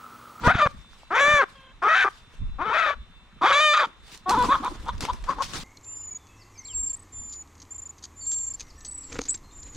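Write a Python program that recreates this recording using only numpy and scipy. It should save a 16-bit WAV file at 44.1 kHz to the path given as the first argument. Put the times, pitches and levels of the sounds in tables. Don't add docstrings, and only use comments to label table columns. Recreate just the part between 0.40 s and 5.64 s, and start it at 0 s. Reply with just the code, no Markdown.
import sys
import numpy as np
from scipy import signal
from scipy.fft import rfft, irfft, next_fast_len
from scipy.io import wavfile
from scipy.ndimage import uniform_filter1d

SR = 44100
rng = np.random.default_rng(int(sys.argv[2]) if len(sys.argv) > 2 else 0)


def elevation(decibels):
    levels = np.asarray(decibels, float)
    return 10 ** (levels / 20)


def int16_out(signal):
    q = np.round(np.clip(np.atleast_2d(signal).T, -1, 1) * 32767)
    wavfile.write(sys.argv[1], SR, q.astype(np.int16))


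N = 230907

# pitch_hz, level_db (per Hz)
AIR_COLOUR = [(90, -40), (150, -4), (760, -5.5), (1090, 1), (2700, -7), (3700, -9.5), (4400, -16.5),
              (8000, -21.5), (12500, -34.5), (16000, -54)]
# pitch_hz, level_db
MACHINE_WHINE = [(2229, -76), (2670, -70), (3117, -79), (3564, -64), (4011, -69)]
# pitch_hz, likeness (0-1)
PORT_LIKENESS = [(60, 1), (240, 0.98), (950, 0.83), (3770, 0.45), (15000, 0.1)]
# pitch_hz, left_right_db
PORT_LEVEL = [(60, -23), (180, -8), (550, -5.5), (1650, -2.5), (4970, -4), (15000, -19)]
# pitch_hz, lead_radians
PORT_LEAD_ANGLE = [(100, 0.071), (500, -0.054), (1200, -0.016), (2400, -1.09), (5000, -0.54), (10000, -1.1)]
# peak_s, level_db, upper_part_db (relative), rise_s, fall_s
GUSTS = [(0.08, -37.5, 6.5, 0.085, 0.17), (0.379, -45, -9, 0.17, 0.069), (0.951, -35.5, -4, 0.14, 0.029),
         (1.62, -61.5, -50, 0.69, 0.14), (2.02, -22.5, -15.5, 0.053, 0.094), (2.13, -36, -21, 0.063, 0.2),
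         (2.3, -56, 5.5, 0.25, 0.052), (2.569, -39, -24, 0.049, 0.15), (3.134, -60.5, 13, 0.19, 0.024),
         (3.975, -32.5, -6, 0.096, 0.38), (4.526, -34, -22, 0.24, 0.78), (5.235, -46, -1, 0.48, 0.38)]
# peak_s, level_db, low_part_db (relative), rise_s, fall_s
RUBS = [(0.074, -43.5, 9, 0.074, 0.031), (0.298, -66, -3, 0.09, 0.32), (.61, -65, -26, 0.16, 0.15),
        (.87, -67, 23, 0.026, 0.052), (1.1, -64.5, -5, 0.11, 0.17), (1.76, -60.5, -22, 0.19, 0.11),
        (1.941, -65, -12, 0.05, 0.089), (3.47, -65.5, 8, 0.04, 0.064), (3.748, -51.5, -12.5, 0.11, 0.05),
        (3.888, -55.5, 12, 0.016, 0.6), (4.04, -48, -8, 0.12, 0.17), (4.25, -63, -1, 0.12, 1),
        (4.624, -49.5, 7, 0.011, 0.1), (4.902, -60.5, 10, 0.074, 0.18), (5.029, -41.5, -35, 0.015, 0.082),
        (5.145, -44.5, -5.5, 0.036, 0.16), (5.21, -60, -16, 0.15, .2)]
# pitch_hz, level_db (per Hz)
RUB_COLOUR = [(120, -31), (200, -7), (558, -18), (696, -20), (968, -15.5), (2420, -22), (3970, -20),
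              (8740, -30), (12600, -43), (16000, -45.5)]

# time_s, effort_db, pitch_hz
HELD_SQUAWKS = [
    [(0.028, -33, 435), (0.05, -24, 477), (0.072, -12.5, 490.4), (0.08, -15.5, 604), (0.1, -15, 661),
     (0.115, -16, 757), (0.135, -27, 745)],
    [(0.128, -35, 713), (0.15, -24.5, 720.6), (0.178, -31, 718.6), (0.19, -21.5, 690), (0.21, -18.5, 595),
     (0.222, -13, 604), (0.258, -23, 587), (0.273, -17.5, 544), (0.284, -69, 577)],
    [(0.703, -28.5, 290.2), (0.76, -20, 487.5), (0.806, -18, 562), (0.92, -18, 599.4), (0.99, -18.5, 566.3),
     (1.014, -15, 522), (1.025, -21.5, 420), (1.04, -23, 390), (1.05, -50, 350)],
]
# time_s, effort_db, pitch_hz
HELD_SHRIEKS = [
    [(1.418, -27, 320), (1.445, -19.5, 397.5), (1.482, -17, 427.7), (1.488, -19, 615.7),
     (1.545, -16.5, 656), (1.551, -18.5, 764), (1.64, -19, 773), (1.644, -19.5, 398.5), (1.691, -24, 382)],
    [(2.183, -36.5, 244.5), (2.22, -24.5, 347.7), (2.245, -33, 387), (2.258, -28, 427.3),
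     (2.33, -24.5, 468), (2.336, -23, 592.6), (2.39, -21.5, 670), (2.51, -24.5, 567.6), (2.55, -42, 481)],
    [(3.01, -27.5, 291), (3.03, -18.5, 356.5), (3.062, -14.5, 428), (3.075, -19.5, 532),
     (3.1, -20.5, 565.5), (3.129, -12.5, 586)],
]
# time_s, effort_db, pitch_hz
CLEAR_SCREAM = [
    (3.122, -21, 550.5),
    (3.17, -19, 576),
    (3.215, -20, 608),
    (3.255, -19, 610),
    (3.3, -20.5, 596.4),
    (3.342, -21.5, 590.5),
]
# time_s, effort_db, pitch_hz
BROKEN_RASP = [
    (3.333, -17.5, 596.5),
    (3.345, -17, 628),
    (3.368, -21.5, 619.7),
    (3.377, -15, 612),
    (3.384, -21.5, 598.6),
    (3.407, -18, 607),
    (3.416, -21.5, 570),
    (3.446, -21.5, 469),
    (3.465, -36.5, 430),
]
# time_s, effort_db, pitch_hz
THROWN_CRY = [
    (3.857, -31, 363),
    (3.905, -19.5, 381.5),
    (3.922, -20.5, 515),
    (3.945, -18, 466),
    (3.957, -25.5, 408),
    (3.978, -21, 507.5),
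    (4.022, -18, 486),
    (4.055, -25.5, 507.5),
    (4.074, -40, 490),
]
# time_s, effort_db, pitch_hz
FLIGHT_CLUCKS = [
    [(4.08, -36, 483), (4.092, -22, 489), (4.127, -13.5, 562.4), (4.138, -20, 598), (4.156, -19, 511),
     (4.18, -42, 485)],
    [(4.224, -41, 370), (4.236, -29.5, 388.5), (4.255, -26, 492), (4.282, -25.5, 510), (4.297, -56, 497)],
    [(4.458, -39, 401), (4.478, -35.5, 455), (4.492, -22, 497), (4.512, -43, 495)],
    [(4.672, -51, 398), (4.688, -27, 453.6), (4.703, -21.5, 498), (4.72, -38, 492)],
    [(4.86, -57, 327), (4.878, -40, 476), (4.894, -18, 537), (4.9, -25.5, 548), (4.906, -25.5, 566),
     (4.93, -33.5, 470), (4.945, -44, 440)],
    [(4.98, -29, 419), (4.998, -34.5, 516.6), (5.008, -21.5, 554), (5.025, -26.5, 487), (5.037, -50, 470)],
]
# left_right_db, beak_hz, brightness_db, lower_windpipe_db, sizzle_db
CRY_PLACE = [(6.5, 1320, -20, 8.5, -28), (6, 1276, -14, 8.5, -3), (6, 1543, -7.5, 8, 2),
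             (6, 1450, -14, 10, -3), (9.5, 1407, -10, 8, -5.5), (5, 1350, -6.5, 3, -5),
             (5, 1370, -2.5, 5.5, -1.5), (4.5, 1310, -10.5, 1.5, -4), (5.5, 1188, -18.5, -7, -21),
             (4.5, 1224, -17.5, -0.5, -3.5), (4.5, 1196, -14, -1, -17), (5.5, 1160, -13, -8, -5),
             (7, 1180, -16, -18, -5), (9, 1260, -22, -15, 9), (9, 1090, -24, -26, 24)]
# chest_db, whistle_db, beak_width_hz, hoarse_beak_ring (share), shut_beak_db
CRY_THROAT = [(-4, -14, 660, 0.47, -4), (-5, -5, 690, 0.74, -4.5), (-4.5, -20.5, 920, 1, -39),
              (-10, -12, 560, 0.84, -3), (-6.5, -6, 550, 0.76, -0.5), (-9, -3, 430, 1.2, -10),
              (-7.5, -7, 900, 1.8, 1.5), (-9.5, -1.5, 450, 0.65, 6.5), (-14, -3, 330, 0.31, -5),
              (-15, -11, 310, 0.23, -13), (-30, -6, 260, 0.3, -11), (-13, -9, 350, 0.39, 16),
              (-25, 0, 270, 0.2, 5), (-14, -3, 260, 0.43, -3), (-34, -10, 440, 0.33, -9)]
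# start_s, end_s, roughness (0-1)
CLEAR_SPELLS = [(.04, .07, .2), (.07, .122, .5), (.186, .226, .45), (.226, .254, .04), (.254, .29, .55),
                (.7, .74, .25), (.74, .808, .45), (.808, 1.018, .12), (1.018, 1.05, .45), (1.41, 1.49, .48),
                (1.49, 1.546, .3), (1.546, 1.64, .5), (1.645, 1.7, .5), (2.18, 2.24, .3), (2.24, 2.33, .42),
                (2.34, 2.48, .48), (3.0, 3.062, .42), (2.48, 2.53, .4), (3.128, 3.15, .34),
                (3.15, 3.212, .2), (3.212, 3.25, .12), (3.25, 3.336, .01), (3.336, 3.47, .55),
                (3.062, 3.128, .55), (3.85, 3.92, .16), (3.92, 3.975, .25), (3.975, 4.035, .1),
                (4.075, 4.11, .18), (4.22, 4.25, .25), (4.11, 4.13, .45), (4.25, 4.875, .52),
                (4.875, 4.9, .28), (4.9, 5.1, .5)]
# start_s, end_s, share
PAIRED_SPELLS = [
    (.74, 1.0, .13),
    (1.49, 1.546, .22),
    (1.546, 1.64, .5),
    (2.34, 2.48, .32),
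]
# pitch_hz, width_hz, level_db
LOWER_WINDPIPE = [(2487, 650, -6), (3072, 116, -5.5)]
# pitch_hz, width_hz, level_db
MAIN_WINDPIPE = [(3548, 685, 0.02)]
# pitch_hz, width_hz, level_db
SIZZLE_MODES = [(6420, 1830, -10.5), (9060, 330, -16.5), (10400, 1800, -27)]

# start_s, peak_db, pitch_hz
BODY_THUMPS = [
    (0.067, -19.5, 73.5),
    (0.072, -14, 193),
    (0.147, -23, 91),
    (0.152, -24.5, 241),
    (0.257, -24.5, 111.4),
    (0.88, -33.5, 200),
    (0.935, -30.5, 104),
    (4.54, -32, 58),
    (4.63, -33, 86),
]
# start_s, peak_db, pitch_hz
NET_TAPS = [
    (0.446, -43, 1180),
    (0.532, -39, 1426),
    (0.632, -36.5, 850),
    (1.938, -47, 467),
]
# time_s, level_db, pitch_hz
FAR_CALL = [
    (1.142, -52, 536),
    (1.316, -54.5, 525),
    (1.36, -102, 513),
]
# multiple_of_pitch, level_db
FAR_OVERTONES = [(1, 2), (2, 8), (3, 4.5), (4, -4), (5, 0), (6, 7.5)]
# start_s, peak_db, low_part_db (relative), tail_t60_s, left_right_db
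QUILL_SNAPS = [(3.681, -58, 16, 0.12, -4), (3.775, -44, -8, 0.043, -7), (3.894, -20.5, 2.5, 0.22, -0.5),
               (3.908, -28, 3, 0.13, 1.5), (3.988, -39, -7, .07, -8), (4.025, -32, 2, 0.062, -2),
               (4.053, -41, 6, 0.054, -4), (4.092, -44, 3, .06, -2), (4.247, -39, 7, .06, -5),
               (4.438, -58, -1, 0.035, -1), (4.483, -43, -6, .05, 1), (4.456, -47, 0, 0.061, 3),
               (4.58, -42, -10, 0.054, 11), (4.607, -24.5, 1, 0.24, 8), (4.625, -41, 15.5, 0.047, 3),
               (4.651, -29, 9, 0.081, 9), (4.733, -39, 6.5, 0.25, 9), (4.825, -49, 4, .04, 5),
               (4.840, -41, 8.5, 0.22, 11), (4.890, -53, -6, 0.083, 10), (5.022, -29, -11, 0.3, 16),
               (5.135, -35, 5, 0.45, 22)]
# start_s, peak_db, pitch_hz
WING_BEATS = [
    (3.97, -24, 297),
    (4.08, -24, 295),
    (4.196, -32, 280),
    (4.243, -36, 324),
    (4.313, -32.5, 328),
]

HELD, FLYING = (-31.5, 0.18), (-22.5, 0.25)
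USUAL_HZ, HOARSE, SLIDE_S = 600, 0.72, 0.007


def evened(x):
    return x / np.sqrt(np.mean(x ** 2) + 1e-20)


def steady(x, size=2200):
    return x / np.sqrt(uniform_filter1d(x ** 2, size=size, mode="reflect") + 1e-12)


def read(points, hz):
    f, value = np.transpose(points)
    return np.interp(np.log(hz + 1), np.log(f + 1), value)


def along(rows, t):
    s, *columns = np.transpose(rows)
    return [np.interp(t, s, column) for column in columns]


def add(mix, s, sound):
    part = mix[..., max(round(s * SR), 0):][..., :sound.shape[-1]]
    part += sound[..., :part.shape[-1]]


def band(x, lo_hz, hi_hz, order=2):
    return signal.sosfilt(signal.butter(order, [lo_hz, hi_hz], "bandpass", fs=SR, output="sos"), x)


def wander(count, hz):
    b, a = signal.butter(2, hz, fs=SR)
    return evened(signal.lfilter(b, a, rng.standard_normal(count + 2000))[2000:])


def swell(s, db, rise, fall):
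    t = np.arange(N) / SR
    return elevation(db - 20 * np.maximum((s - t) / rise, (t - s) / fall))


def noise(colour, patchy_db, share):
    frames, hz = N // 128 + 5, np.fft.rfftfreq(512, 1 / SR)
    a, b, c, d, patches = rng.standard_normal((frames, 257, 5)).T
    patches = evened(uniform_filter1d(uniform_filter1d(patches, 8, 0), 10, 1))
    same = np.clip(share * read(PORT_LIKENESS, hz), -1, 1)[:, None]
    left = a + 1j * b
    right = same * left + np.sqrt(1 - same ** 2) * (c + 1j * d)
    z = np.array([left, right]) * elevation(read(colour, hz)[:, None] + patchy_db * patches)
    return evened(signal.istft(z, nperseg=512, noverlap=384)[1][:, :N])


def ports(x, pan_db):
    size = next_fast_len(len(x) + 256)
    hz = np.fft.rfftfreq(size, 1 / SR)
    half = elevation((read(PORT_LEVEL, hz) + pan_db) / 2) * np.exp(0.5j * read(PORT_LEAD_ANGLE, hz))
    return irfft(rfft(x, size) * np.array([half, 1 / half]), size)[:, :len(x)]


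def distance():
    t = np.arange(N) / SR
    phase = np.array([[0], [2.0]])
    whine = sum(elevation(db + 2 + 3.5 * wander(N, 5)) * np.sin(2 * np.pi * hz * t + phase)
                for hz, db in MACHINE_WHINE)
    return elevation(-59) * noise(AIR_COLOUR, patchy_db=1.5, share=1.0) + whine


def wind():
    calm_db, calm_upper_db = -57, -7
    low = elevation(calm_db) + sum(swell(s, db, rise, fall) for s, db, _, rise, fall in GUSTS)
    high = elevation(calm_db + calm_upper_db)
    high = high + sum(swell(s, db + up_db, rise, fall) for s, db, up_db, rise, fall in GUSTS)
    a, b = rng.standard_normal((2, N))
    push = np.array([a + 0.75 * b, a - 0.75 * b]) * elevation(3.5 * wander(N, 15))
    upper = np.array([a + 0.18 * b, a - 0.18 * b]) * elevation(4.5 * wander(N, 30))
    return low * evened(band(push, 14.8, 63.0, order=4)) + high * evened(band(upper, 75.4, 240.0, order=4))


def rustle():
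    high = sum(swell(s, db, rise, fall) for s, db, _, rise, fall in RUBS)
    low = sum(swell(s, db + low_db, rise, fall) for s, db, low_db, rise, fall in RUBS)
    slips = elevation(1.0 * wander(N, 520) + 2.0 * wander(N, 24))
    hiss = evened(noise(RUB_COLOUR, patchy_db=2.5, share=1.0) * slips)
    return elevation(12.5) * (low * band(hiss, 60, 1420, order=1) + high * band(hiss, 2140, 22000, order=1))


def resonate(x, hz, width):
    turn = np.exp(2j * np.pi * np.cumsum(hz * np.ones(len(x))) / SR)
    r = np.exp(-np.pi * width / SR)
    return 2 * (turn * signal.lfilter([1 - r], [1, -r], x / turn + 1e-18)).real


def twice(x, hz, width):
    return resonate(resonate(x, hz, width), hz, width)


def roughness(t):
    rough = np.full(len(t), HOARSE)
    for start, end, clear in CLEAR_SPELLS:
        rough = np.where((t >= start) & (t < end), clear, rough)
    return uniform_filter1d(rough, size=int(SLIDE_S * SR), mode="nearest")


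def fray(count):
    span = int(0.018 * SR / 32)
    steps = rng.standard_normal((count // 16 + 1 + 2 * span, 58))
    steps = uniform_filter1d(uniform_filter1d(steps, size=span, axis=0), size=span, axis=0)[span:]
    return np.repeat(evened(steps), 16, axis=0)[:count].T.reshape(2, 29, count)


def voice(hz, rough, pairing):
    count = len(hz)
    slips = 0.002 * wander(count, 60)
    slips = slips + rough * (0.04 * wander(count, 50) + 0.07 * rough * wander(count, 300))
    turns = np.cumsum(hz * (1 + slips)) / SR
    flap = np.cos(2 * np.pi * turns / 3 + 0.9 * wander(count, 25))
    shifted = turns + 0.13 * rough ** 2 * flap + 0.05 * pairing * wander(count, 400)
    k = np.arange(1, 30)[:, None]
    fade, slip = rough * fray(count)
    level = elevation(3.5 * (1.5 + 1 / k) * fade) * (k * hz < SR / 2.8) / k ** 0.5
    overtones = level * np.cos(2 * np.pi * (k * shifted + 0.2 * (1 + 1 / k) * slip))
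    pulses = evened(np.sum(overtones, axis=0))
    paired = 1 + pairing * np.cos(np.pi * turns + 1.2 * wander(count, 41.0))
    size = paired * (1 + 0.25 * rough * np.tanh(wander(count, 220)))
    size = size * (1 + (0.2 * rough + pairing) * flap)
    puffs = (0.075 + np.exp(-(turns % 1) / 0.5)) * rng.standard_normal(count)
    return size * (pulses + 0.4 * rough * evened(band(puffs, 150, 5000, order=1)))


def cry(rows, usual_beak_hz, usual_bright_db, pipe_db, sizzle_db,
        chest_db, whistle_db, width_hz, ring_share, close_db, lag):
    t = np.arange(rows[0][0], rows[-1][0], 1 / SR)
    effort_db, hz = along(rows, t)
    beak_hz = usual_beak_hz + hz - USUAL_HZ
    bright_db = usual_bright_db + 13.5 * np.log2(hz / USUAL_HZ) + lag * (effort_db.max() - effort_db)
    close_s = min(0.08, (t[-1] - t[0]) / 5)
    shut = np.clip(1 - np.minimum(t[-1] - t, 1.4 * (t - t[0])) / close_s, 0, 1)
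    bright_db = bright_db + close_db * shut

    hz = uniform_filter1d(hz, size=int(SLIDE_S * SR), mode="nearest")
    rough = roughness(t)
    pairing = sum(share * (t > a) * (t < b) for a, b, share in PAIRED_SPELLS)
    drive = voice(hz, rough, np.maximum(0.4 * np.minimum(rough, 0.6), pairing))

    ring = ring_share * rough * steady(resonate(drive, beak_hz, 330))
    beak = steady(steady(twice(drive, beak_hz, width_hz)) + ring, size=400)
    chest = steady(twice(drive, 1.35 * hz, 1740))
    stretch = (beak_hz / 1350) ** 0.0083 * (1 + 0.035 * rough * wander(len(t), 30))
    whistle = [(4700, 290, whistle_db)]
    groups = ((LOWER_WINDPIPE, pipe_db), (MAIN_WINDPIPE, 0), (SIZZLE_MODES + whistle, sizzle_db))
    modes = [(f, w, db + group_db) for group, group_db in groups for f, w, db in group]
    pipe = steady(sum(elevation(db) * twice(drive, f * stretch, w) for f, w, db in modes), size=700)
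    throat = elevation(chest_db - 11 * rough) * chest - beak + elevation(bright_db) * pipe
    edge = np.clip(np.minimum(t - t[0], t[-1] - t) / 0.007, 0, 1)
    return elevation(effort_db) * band(throat, 170, 8700) * edge


def yard(x):
    size = SR // 2
    taps = np.zeros((2, size))
    at = np.arange(300, size - 20, 20) + rng.integers(0, 20, (2, (size - 301) // 20))
    np.put_along_axis(taps, at, rng.choice([-1., 1.], at.shape), 1)
    tail = band(taps * elevation(-60 * np.arange(size) / SR / 0.35), 430, 4600)
    return signal.fftconvolve(x[None], tail / np.linalg.norm(tail[0]), axes=1)[:, :N]


def hen():
    direct, send = np.zeros((2, N)), np.zeros(N)
    held = HELD_SQUAWKS + HELD_SHRIEKS + [CLEAR_SCREAM, BROKEN_RASP]
    flight = [THROWN_CRY] + FLIGHT_CLUCKS
    postures = [HELD] * len(held) + [FLYING] * len(flight)
    for rows, (echo_db, lag), place, throat in zip(held + flight, postures, CRY_PLACE, CRY_THROAT):
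        pan_db, *colour = place
        sound = cry(rows, *colour, *throat, lag)
        add(direct, rows[0][0], ports(sound, pan_db))
        add(send, rows[0][0], elevation(echo_db) * sound)
    return direct + yard(send)


def knocks(events, cycles, level_db):
    out = np.zeros(N)
    for s, db, hz in events:
        length = cycles * SR / hz
        u = np.arange(int(length)) / length
        swing = np.sin(2 * np.pi * cycles * (u - 0.041 * u ** 2))
        add(out, s, elevation(db + level_db) * np.sin(np.pi * u) ** 2 * swing)
    return out


def body_thumps():
    return knocks(BODY_THUMPS, cycles=1.2, level_db=7.0) * elevation(np.array([[-2.5], [1.5]]))


def net_taps():
    return knocks(NET_TAPS, cycles=2.8, level_db=-2.0)


def far_hen():
    t = np.arange(FAR_CALL[0][0], FAR_CALL[-1][0], 1 / SR)
    level_db, hz = along(FAR_CALL, t)
    turns = np.cumsum(hz * (1 + 0.023 * wander(len(t), 73))) / SR
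    tones = sum(elevation(db + 3.2 * wander(len(t), 51)) * np.sin(2 * np.pi * k * turns) for k, db in FAR_OVERTONES)
    out = np.zeros((2, N))
    add(out, t[0], elevation(level_db) * evened(tones) * signal.windows.tukey(len(t), 0.2))
    return out


def snaps():
    out, t = np.zeros((2, N)), np.arange(5000) / SR
    for s, db, low_db, t60, pan_db in QUILL_SNAPS:
        grit = np.tanh(rng.standard_normal(5000))
        burst = grit * (elevation(-60 * t / 0.012) + 0.3 * elevation(-60 * t / t60))
        burst[:3] += [0.5, -0.8, 0.35]
        tick = band(band(burst, 1940, 6700), 260, 15000) + elevation(low_db) * band(burst, 620, 2800)
        add(out, s, elevation(db + 8) * ports(tick, pan_db))
    return out


def wing_beats():
    return knocks(WING_BEATS, cycles=6.2, level_db=1.5)


def scene():
    background = distance() + wind()
    handling = rustle() + body_thumps() + net_taps()
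    return background + handling + hen() + far_hen() + snaps() + wing_beats()


def top_cut(x):
    return signal.sosfilt(signal.butter(12, 16360, fs=SR, output="sos"), x)


def record(dry):
    ceiling = 0.62
    limited = ceiling * np.tanh(dry / ceiling)
    treble_cut = signal.butter(12, 15950, fs=SR, output="sos")
    return top_cut(signal.sosfilt(treble_cut, limited))


dry = scene()
out = record(dry)
int16_out(out)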